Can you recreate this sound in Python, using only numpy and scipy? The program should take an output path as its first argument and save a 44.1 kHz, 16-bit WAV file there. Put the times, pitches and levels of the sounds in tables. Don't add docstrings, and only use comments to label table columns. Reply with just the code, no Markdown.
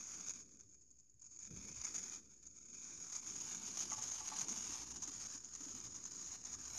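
import sys
import numpy as np
from scipy import signal
from scipy.io import wavfile
from scipy.ndimage import uniform_filter1d

SR = 44100
rng = np.random.default_rng(int(sys.argv[2]) if len(sys.argv) > 2 else 0)


def wav_out(sig):
    wavfile.write(sys.argv[1], SR, np.round(np.clip(np.atleast_2d(sig).T, -1, 1) * 32767).astype(np.int16))


N = 298998

# frequency_hz, gain_db
HISS_COLOUR = [(500, 0), (2400, -1.5), (2950, -2), (3600, -5), (12000, -6)]
# time_s, wash_db, rumble_db
ROOM_LEVELS = [(0.0, -62.5, -72), (0.07, -76, -77), (0.19, -65, -69), (0.32, -71.5, -80),
               (0.43, -68.5, -74), (0.53, -72.5, -76.5), (1.11, -86, -78.5), (1.47, -73.5, -72.5),
               (1.51, -62, -65), (1.6, -64, -60.5), (1.72, -64.5, -72), (1.78, -73, -64),
               (1.98, -63.5, -78.5), (2.42, -77.5, -77), (3.04, -65, -75), (3.15, -75, -78),
               (3.3, -63.5, -76), (3.68, -65.5, -73), (4.06, -62.5, -69), (4.17, -70, -72),
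               (4.4, -63.5, -76), (4.52, -59.5, -74), (4.62, -63.5, -79), (4.72, -66, -66),
               (5.05, -64.5, -78), (5.34, -66.5, -70), (5.4, -71.5, -76), (5.56, -73, -67),
               (5.61, -64, -82), (5.75, -62.5, -72), (5.85, -66, -63.5), (6.04, -65, -78), (6.78, -69, -69)]
# frequency_hz, gain_db
WASH_COLOUR = [(90, -2.5), (130, -3), (200, 4), (300, 2), (420, -4), (600, -15.5), (1000, -38.5)]
RUMBLE_COLOUR = [(30, -11.5), (45, -2), (63, -2), (85, -9), (120, -2), (200, -53.5)]
# time_s, pitch_hz, level_db
HUM = [(0, 62, -81), (1.0, 59.4, -84), (2.8, 61.3, -76), (3.4, 60.4, -84), (4.2, 60.9, -81),
       (4.7, 60.4, -67), (5.6, 62, -80), (6.2, 65.8, -79), (6.78, 65.2, -65)]
# start_s, level_db, pitch_hz
THUDS_AND_TONES = [(1.505, -55, 480), (1.508, -43, 159), (1.53, -39, 121), (1.566, -46, 190),
                   (1.643, -45.5, 197), (1.588, -46, 201), (1.702, -46.5, 178), (4.513, -40, 223),
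                   (4.574, -46, 203), (4.694, -46.5, 300), (4.822, -52, 290), (5.08, -46, 282),
                   (5.345, -49, 275), (5.604, -48, 287), (5.662, -43.5, 284), (5.695, -56, 302),
                   (5.79, -56, 270), (5.74, -45, 251), (4.421, -46, 130)]
# start_s, strength_db, tilt_db_per_octave
TAPS = [(3.917, -38.5, 24), (3.98, -43, 8), (4.205, -45.5, 7), (4.317, -38, 12), (4.742, -52, 4)]
# pitch_hz, gain_db, t60_s
OBJECT_MODES = [(757, -6, 0.21), (863, 1, 0.15), (1047, -14, 0.21), (1146, -7, 0.16), (1277, -14, 0.087),
                (2000, -28.5, 0.045)]
# frequency_hz, gain_db
RING_COLOUR = [(600, -65), (1200, -53.5), (1900, -51), (2400, -24), (2950, -51.5), (3700, -43.5),
               (4400, -24), (4700, -14.5), (5000, -17), (5400, -8), (5800, -27.5), (6350, 1.5), (6740, 7.5),
               (7100, -1), (7450, -23), (8000, -20), (8600, -59), (12000, -63.5)]
# frequency_hz, gain_db
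OPEN_BODY = [(300, -26), (627, -23), (922, -14), (1250, -22.5), (1970, -20), (2400, -19), (2900, -15.5),
             (3700, -19.5), (4170, -17), (4520, -21), (4720, -13), (5150, -17.5), (5600, -10.5),
             (6300, -1.5), (7000, -8), (7850, -25.5), (8700, -21.5), (9500, -39.5), (10100, -23.5),
             (10900, -28), (11700, -21.5)]
HOLLOW_BODY = [(300, -17.5), (700, -23), (1200, -14.5), (1550, -15), (1950, -22.5), (2380, -10),
               (2600, -14), (2750, -23.5), (2980, -26), (3250, -23), (3680, -15), (3980, -24.5),
               (4150, -21.5), (4400, -19.5), (4750, -13.5), (5600, -10), (6400, -1), (7000, -16.5),
               (7850, -34), (8700, -21), (9500, -40), (10100, -26), (10900, -41), (11700, -26)]
LATE_BODY = [(300, -32), (627, -18), (1150, -10.5), (1600, -16.5), (2100, -21), (2600, -19.5), (3400, -22),
             (3800, -17.5), (4200, -13), (4520, -23), (4800, -10), (5300, -8), (6300, -5.5), (7000, -4),
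             (7850, -29.5), (8700, -16), (9500, -39), (10100, -32), (10900, -55), (11700, -17.5)]
# time_s, hollow_share, late_share
BODY_BLEND = [(0, 0.75, 0.08), (1, 0.92, 0.03), (1.5, 1, 0.05), (2.2, 0.7, 0), (2.6, 0.94, 0),
              (2.9, 1, 0.17), (3.1, 0.53, 0.3), (3.4, 0.37, 0.18), (4.1, 0.1, 0.3), (4.8, 0.23, 0.32),
              (5.5, 0.15, 0.57), (6.1, 0.06, 0.8), (6.78, 0.19, 0.9)]
# time_s, strength_db
SNAPS = [(0.0405, -37.0), (0.0717, -36.5), (0.2105, -37.5), (0.2125, -38.0), (0.2859, -29.5),
         (0.2983, -37.0), (0.3377, -38.0), (0.4104, -44.5), (0.5116, -51.0), (0.5148, -52.5),
         (0.5185, -51.5), (0.5349, -50.5), (0.5393, -52.5), (0.5726, -51.0), (0.5931, -49.0),
         (0.6019, -48.0), (0.6043, -53.0), (0.6098, -42.5), (0.6939, -55.5), (0.7156, -53.5),
         (0.7435, -52.0), (0.813, -57.0), (0.9071, -54.5), (0.9128, -54.5), (0.9171, -57.0),
         (0.9901, -54.0), (1.0079, -54.5), (1.1028, -56.5), (1.1429, -57.0), (1.1965, -58.5),
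         (1.1995, -55.5), (1.2214, -50.5), (1.224, -47.0), (1.2661, -49.0), (1.3913, -41.5),
         (1.3936, -44.5), (1.4397, -42.5), (1.4697, -45.5), (1.5503, -43.5), (1.5637, -45.5),
         (1.5749, -45.0), (1.7292, -40.0), (1.8167, -30.5), (1.8469, -33.0), (1.8485, -33.5),
         (1.8501, -34.0), (1.8544, -34.0), (1.9458, -34.0), (1.9591, -33.0), (1.9871, -35.5),
         (2.0985, -35.0), (2.1396, -38.5), (2.189, -45.5), (2.3422, -51.5), (2.4388, -48.5),
         (2.4681, -45.0), (2.4703, -43.0), (2.474, -43.0), (2.5049, -50.0), (2.5711, -48.0),
         (2.6391, -49.5), (2.6568, -48.5), (2.6607, -47.5), (2.6638, -48.0), (2.8004, -43.0),
         (2.8368, -42.0), (2.8445, -38.0), (3.1422, -37.0), (3.1638, -33.5), (3.1662, -31.0),
         (3.1683, -36.0), (3.2732, -36.0), (3.2771, -34.0), (3.2791, -35.5), (3.294, -39.5),
         (3.3076, -38.0), (3.3092, -38.5), (3.3378, -39.5), (3.3587, -39.5), (3.4038, -35.0),
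         (3.5706, -34.5), (3.661, -38.0), (3.6644, -37.0), (3.7574, -38.5), (3.778, -33.0), (3.7936, -34.0),
         (3.8051, -28.5), (3.8068, -28.5), (3.81, -31.0), (3.8127, -30.5), (3.827, -36.5), (3.8322, -32.0),
         (3.9009, -33.5), (3.9041, -36.5), (3.9173, -36.5), (3.9206, -32.5), (3.9301, -33.5),
         (3.9326, -33.0), (3.9356, -35.0), (3.9906, -36.0), (3.9963, -37.5), (4.0246, -33.0),
         (4.0802, -32.5), (4.2752, -35.0), (4.2807, -34.5), (4.2832, -34.0), (4.3694, -33.5),
         (4.389, -31.5), (4.3922, -32.0), (4.3965, -29.5), (4.4038, -33.0), (4.4164, -28.0),
         (4.4192, -29.5), (4.4845, -30.0), (4.4931, -28.5), (4.4977, -32.5), (4.4998, -33.0),
         (4.5053, -32.5), (4.5153, -33.5), (4.5204, -33.0), (4.578, -34.5), (4.5874, -33.5), (4.741, -34.0),
         (4.8341, -37.5), (4.9106, -36.0), (4.9143, -41.0), (4.9176, -40.0), (4.9638, -39.0),
         (4.9667, -38.5), (4.9701, -34.0), (5.022, -36.0), (5.0251, -34.5), (5.0277, -39.0),
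         (5.0371, -34.0), (5.0416, -34.0), (5.0451, -37.0), (5.0761, -35.5), (5.1405, -41.0),
         (5.1424, -38.5), (5.3136, -38.5), (5.3568, -39.5), (5.4471, -38.0), (5.4573, -41.5),
         (5.5409, -38.0), (5.5502, -40.0), (5.5525, -35.0), (5.5583, -40.5), (5.5623, -38.5),
         (5.6416, -38.5), (5.7192, -37.0), (5.751, -36.0), (5.8035, -35.5), (5.8647, -39.5),
         (5.9439, -43.5), (5.9512, -39.5), (5.962, -38.5), (5.9649, -35.0), (6.0412, -36.0), (6.054, -37.5),
         (6.0571, -37.0), (6.0627, -37.5), (6.0643, -39.5), (6.1213, -37.0), (6.1683, -38.0),
         (6.2641, -36.5), (6.321, -36.0), (6.324, -37.5), (6.4408, -40.0), (6.4499, -38.5), (6.4545, -36.0),
         (6.4566, -38.5), (6.4582, -36.5), (6.5289, -40.5), (6.5308, -38.0), (6.5401, -33.5),
         (6.5458, -39.5), (6.55, -37.0)]
# start_s, length_s, strength_db
FLARES = [(0.04, 0.094, -53), (0.195, 0.0065, -50), (0.26, 0.016, -47.5), (0.28, 0.003, -44),
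          (0.292, 0.016, -43), (0.335, 0.042, -51.5), (0.385, 0.014, -54.5), (0.4, 0.019, -53.5),
          (0.51, 0.012, -60), (0.583, 0.007, -72), (0.594, 0.02, -57.5), (0.689, 0.005, -57),
          (0.708, 0.039, -59), (0.744, 0.0081, -60), (0.808, 0.018, -60), (0.903, 0.012, -59),
          (0.984, 0.018, -57), (1.095, 0.003, -61), (1.138, 0.004, -64), (1.194, 0.0067, -55.5),
          (1.213, 0.014, -52), (1.237, 0.035, -53.5), (1.308, 0.065, -55), (1.386, 0.067, -49.5),
          (1.459, 0.018, -51), (1.503, 0.011, -50.5), (1.562, 0.012, -51.5), (1.669, 0.034, -57),
          (1.796, 0.0037, -49), (1.811, 0.007, -40.5), (1.836, 0.0045, -40), (1.843, 0.011, -38),
          (1.864, 0.023, -43), (1.939, 0.025, -39.5), (1.978, 0.013, -43), (2.028, 0.01, -44),
          (2.056, 0.019, -51), (2.133, 0.015, -45), (2.156, 0.004, -46), (2.169, 0.022, -55.5),
          (2.298, 0.04, -60), (2.425, 0.017, -55.5), (2.453, 0.01, -57), (2.465, 0.01, -49),
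          (2.558, 0.03, -54.5), (2.651, 0.0078, -53), (2.726, 0.032, -54), (2.814, 0.077, -52.5),
          (2.998, 0.053, -51), (3.119, 0.029, -42.5), (3.149, 0.019, -41), (3.262, 0.048, -47),
          (3.353, 0.011, -46.5), (3.402, 0.011, -51), (3.42, 0.01, -58), (3.544, 0.0089, -44),
          (3.65, 0.034, -46), (3.756, 0.013, -52), (3.77, 0.0087, -39.5), (3.788, 0.01, -43),
          (3.805, 0.014, -42.5), (3.822, 0.017, -43.5), (3.899, 0.0068, -42.5), (3.914, 0.0046, -43),
          (3.927, 0.008, -42), (3.979, 0.0079, -43), (4.02, 0.02, -43.5), (4.105, 0.022, -49),
          (4.274, 0.015, -51), (4.359, 0.017, -46), (4.383, 0.028, -46), (4.409, 0.005, -43),
          (4.418, 0.003, -45), (4.483, 0.041, -45.5), (4.556, 0.032, -46), (4.683, 0.083, -47.5),
          (4.778, 0.062, -50), (4.902, 0.022, -50), (4.957, 0.011, -44.5), (5.021, 0.0072, -40),
          (5.033, 0.0078, -44.5), (5.074, 0.02, -44), (5.133, 0.048, -48), (5.194, 0.076, -47.5),
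          (5.323, 0.047, -54), (5.436, 0.018, -53), (5.535, 0.003, -46), (5.548, 0.005, -49),
          (5.556, 0.007, -51), (5.602, 0.056, -52), (5.74, 0.043, -49.5), (5.798, 0.009, -60),
          (5.836, 0.041, -51), (5.942, 0.024, -49.5), (6.051, 0.0083, -45), (6.106, 0.013, -49.5),
          (6.147, 0.13, -49), (6.271, 0.042, -50), (6.313, 0.046, -47), (6.449, 0.005, -45),
          (6.465, 0.003, -50), (6.496, 0.004, -58), (6.528, 0.003, -43), (6.538, 0.011, -43.5),
          (6.588, 0.0077, -53), (6.652, 0.11, -54.5)]
# time_s, strength_db, midrange_crackle_db
CORONA = [(0, -49, -1.5), (0.26, -49, -1.5), (0.47, -60, -1.5), (0.6, -64, 0), (0.67, -63, -9),
          (0.75, -66, -10), (0.92, -64, -16), (1.15, -71, -13), (1.3, -59, -12.5), (1.44, -61.5, -8),
          (1.55, -51.5, -1), (1.89, -47, -3.5), (2.14, -47, -1), (2.165, -53.5, -1), (2.23, -61.5, 2),
          (2.5, -59, -7), (2.72, -54.5, -5), (2.9, -48.5, -4), (3.22, -49, -1), (3.45, -45, -0.5),
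          (3.74, -48, 1), (3.8, -48.5, 2), (3.87, -47.5, 3), (4.01, -48.5, 2), (4.1, -43, 0),
          (4.32, -52, 8), (4.45, -48, 3), (4.68, -46.5, 3.5), (4.86, -52, 4), (5.1, -49.5, -1.5),
          (5.355, -47.5, 1), (5.372, -51.5, -1.5), (5.55, -52, -0.5), (5.72, -47.5, -1.5), (5.86, -52, 3),
          (5.9, -52.5, -1.5), (6.05, -51, 0), (6.2, -50, -4.5), (6.35, -50, -0.5), (6.41, -53, -0.5),
          (6.48, -50.5, 2.5), (6.52, -50, 0), (6.78, -47.5, 0)]

HISS_DB, LOW_CUT_HZ, HIGH_CUT_HZ, DC_OFFSET = -93, 58, 11800, -.0003
SNAP_HZ, SNAP_SINK_HZ_PER_DB, SNAP_SPREAD_HZ = 5980, 14, 140
SNAP_WIDTH_S, SNAP_CLICK_DB = .00036, 6
DRAIN_SHARE, DRAIN_S = .75, .003
STRIKE_S, DIE_S = .0011, .0057
SPUTTER_DB, SPUTTERS_PER_S = .7, 40
SAG_SHARE, RECOVER_S = .19, .14
HUSH_SHARE, GATHER_S = .45, .008


def gain_of(db):
    return 10 ** (np.asarray(db) / 20)


def unit_rms(x):
    return x / np.sqrt(np.mean(x ** 2) + 1e-20)


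def curve(rows):
    times, *columns = np.transpose(rows)
    return np.array([np.interp(np.arange(N) / SR, times, column) for column in columns])


def add(mix, start_s, sound):
    part = mix[round(start_s * SR):][:len(sound)]
    part += sound[:len(part)]


def colour(x, spectrum, size=8192):
    hz, db = np.transpose(spectrum)
    bin_hz = abs(np.fft.fftfreq(size, 1 / SR)) + 1
    log_gain = np.log(gain_of(np.interp(np.log(bin_hz), np.log(hz), db)))
    response = np.fft.ifft(np.exp(np.conj(signal.hilbert(log_gain)))).real[:size // 2]
    return signal.oaconvolve(x, response / np.linalg.norm(response))[:N]


def wander(per_s):
    width = max(int(SR / per_s), 1)
    return unit_rms(uniform_filter1d(uniform_filter1d(rng.standard_normal(N), width), width))


def lag(x, time_s):
    keep = np.exp(-1 / (time_s * SR))
    return signal.lfilter([1 - keep], [1, -keep], x)


def microphone_hiss():
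    return gain_of(HISS_DB) * colour(rng.standard_normal(N), HISS_COLOUR)


def room_tone():
    wash_db, rumble_db = curve(ROOM_LEVELS)
    wash = colour(rng.standard_normal(N), WASH_COLOUR) * gain_of(wash_db + wander(21))
    rumble = colour(rng.standard_normal(N), RUMBLE_COLOUR) * gain_of(rumble_db + 2.7 * wander(12))
    hum_hz, hum_db = curve(HUM)
    hum = np.sqrt(2) * gain_of(hum_db + 2 * wander(6)) * np.sin(2 * np.pi * np.cumsum(hum_hz) / SR)
    return wash + rumble + hum


def thuds_and_tones(rise_s=.0045, t60_s=.062):
    out, t = np.zeros(N), np.arange(SR // 4) / SR
    for start_s, db, pitch_hz in THUDS_AND_TONES:
        envelope = gain_of(db - 60 * t / t60_s) * (1 - np.exp(-t / rise_s))
        add(out, start_s, envelope * np.sin(2 * np.pi * pitch_hz * t))
    return out


def taps(rise_s=.00071):
    out, t = np.zeros(N), np.arange(SR // 4) / SR
    hz, mode_db, t60_s = np.transpose(OBJECT_MODES)[:, :, None]
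    attack = 1 - np.exp(-t / rise_s)
    for start_s, db, tilt_db in TAPS:
        decays = gain_of(mode_db + tilt_db * np.log2(hz / 1000) - 60 * t / t60_s)
        modes = decays * np.sin(2 * np.pi * hz * t)
        add(out, start_s, gain_of(db - 7) * modes.sum(0) * attack)
    return out


def wire_drift(x, depth_db=1.8, frames=50, bins=3):
    spectrum = signal.stft(x, nperseg=512, noverlap=384)[2]
    noise = rng.standard_normal(spectrum.shape[::-1])
    patches = uniform_filter1d(uniform_filter1d(noise, frames, axis=0), bins, axis=1)
    spectrum = spectrum * gain_of(depth_db * unit_rms(patches).T)
    return signal.istft(spectrum, nperseg=512, noverlap=384)[1][:N]


def discharge_body(crackle):
    hollow_share, late_share = np.clip(curve(BODY_BLEND), 0, 1)
    open_share = np.maximum(1 - hollow_share - late_share, 0)
    return (colour(crackle * open_share, OPEN_BODY)
            + colour(crackle * hollow_share, HOLLOW_BODY)
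            + colour(crackle * late_share, LATE_BODY))


def snaps():
    ring, click, drain = np.zeros((3, N))
    t = np.arange(-66, 66) / SR
    envelope = np.exp(-.5 * (t / SNAP_WIDTH_S) ** 2)
    for time_s, db in SNAPS:
        detune, half_turns = rng.uniform(-.83, 1, 2)
        burst = rng.uniform(-.83, 1, 22)
        hz = SNAP_HZ - SNAP_SINK_HZ_PER_DB * db + SNAP_SPREAD_HZ * detune
        add(ring, time_s + t[0], gain_of(db) * envelope * np.cos(2 * np.pi * hz * t + np.pi * half_turns))
        onset_s = time_s - SNAP_WIDTH_S
        add(click, onset_s, gain_of(db + SNAP_CLICK_DB) * burst / np.linalg.norm(burst))
        add(drain, onset_s - DRAIN_S / 2, np.hanning(round(DRAIN_S * SR)))
    charge_left = 1 - DRAIN_SHARE * np.minimum(drain, 1)
    return ring, click, charge_left


def flare_envelope():
    envelope = np.zeros(N)
    for start_s, length_s, db in FLARES:
        t = np.arange(round((length_s + .03) * SR)) / SR
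        strike = 1 - np.exp(-t / STRIKE_S)
        decay = np.exp(-np.maximum(t - length_s, 0) / DIE_S)
        add(envelope, start_s, gain_of(db) * strike * decay)
    return envelope


def corona_envelope(level_db, flares):
    sputter_db = SPUTTER_DB * wander(SPUTTERS_PER_S) + 1.5 * wander(200)
    excess_db = 10 * np.log10(1 + (flares / gain_of(level_db)) ** 2)
    sag_db = SAG_SHARE * lag(excess_db, RECOVER_S)
    hush_db = HUSH_SHARE * lag(excess_db[::-1], GATHER_S)[::-1]
    return gain_of(level_db + sputter_db - sag_db - hush_db)


def spark_rain(per_s, spread_db):
    size = gain_of(spread_db * np.minimum(rng.exponential(1, N), 5))
    return unit_rms(size * rng.choice([-1., 1.], N) * (rng.random(N) < per_s / SR))


def coil_discharge():
    level_db, crackle_db = curve(CORONA)
    flares = flare_envelope()
    corona = corona_envelope(level_db, flares)
    flares *= gain_of(1.8 * np.clip(wander(500), -3, 1.5))
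    ring_sparks, body_sparks = (
        corona * spark_rain(per_s=9000, spread_db=2.47) + flares * spark_rain(per_s=3000, spread_db=.53)
        for _ in range(2))
    snap_ring, snap_click, charge_left = snaps()
    ring = gain_of(-5) * colour(ring_sparks * charge_left, RING_COLOUR) + snap_ring
    strength_db = 10 * np.log10(uniform_filter1d(corona ** 2 + flares ** 2, 400) + 1e-12)
    body_db = .5 * (np.minimum(strength_db, -47) + 44.5) + crackle_db + .6 * wander(29)
    crackle = (body_sparks * charge_left + snap_click) * gain_of(body_db - 4.5)
    return ring + wire_drift(discharge_body(crackle))


def scene():
    mono = coil_discharge() + room_tone() + taps() + thuds_and_tones() + microphone_hiss()
    return np.tile(mono, (2, 1))


def record(dry):
    low_cut = signal.butter(N=4, Wn=LOW_CUT_HZ, btype="high", fs=SR, output="sos")
    high_cut = signal.firwin(1023, HIGH_CUT_HZ, window=("kaiser", 9), fs=SR)
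    return signal.oaconvolve(signal.sosfilt(low_cut, dry), high_cut[None], "same") + DC_OFFSET


dry = scene()
out = record(dry)
wav_out(out)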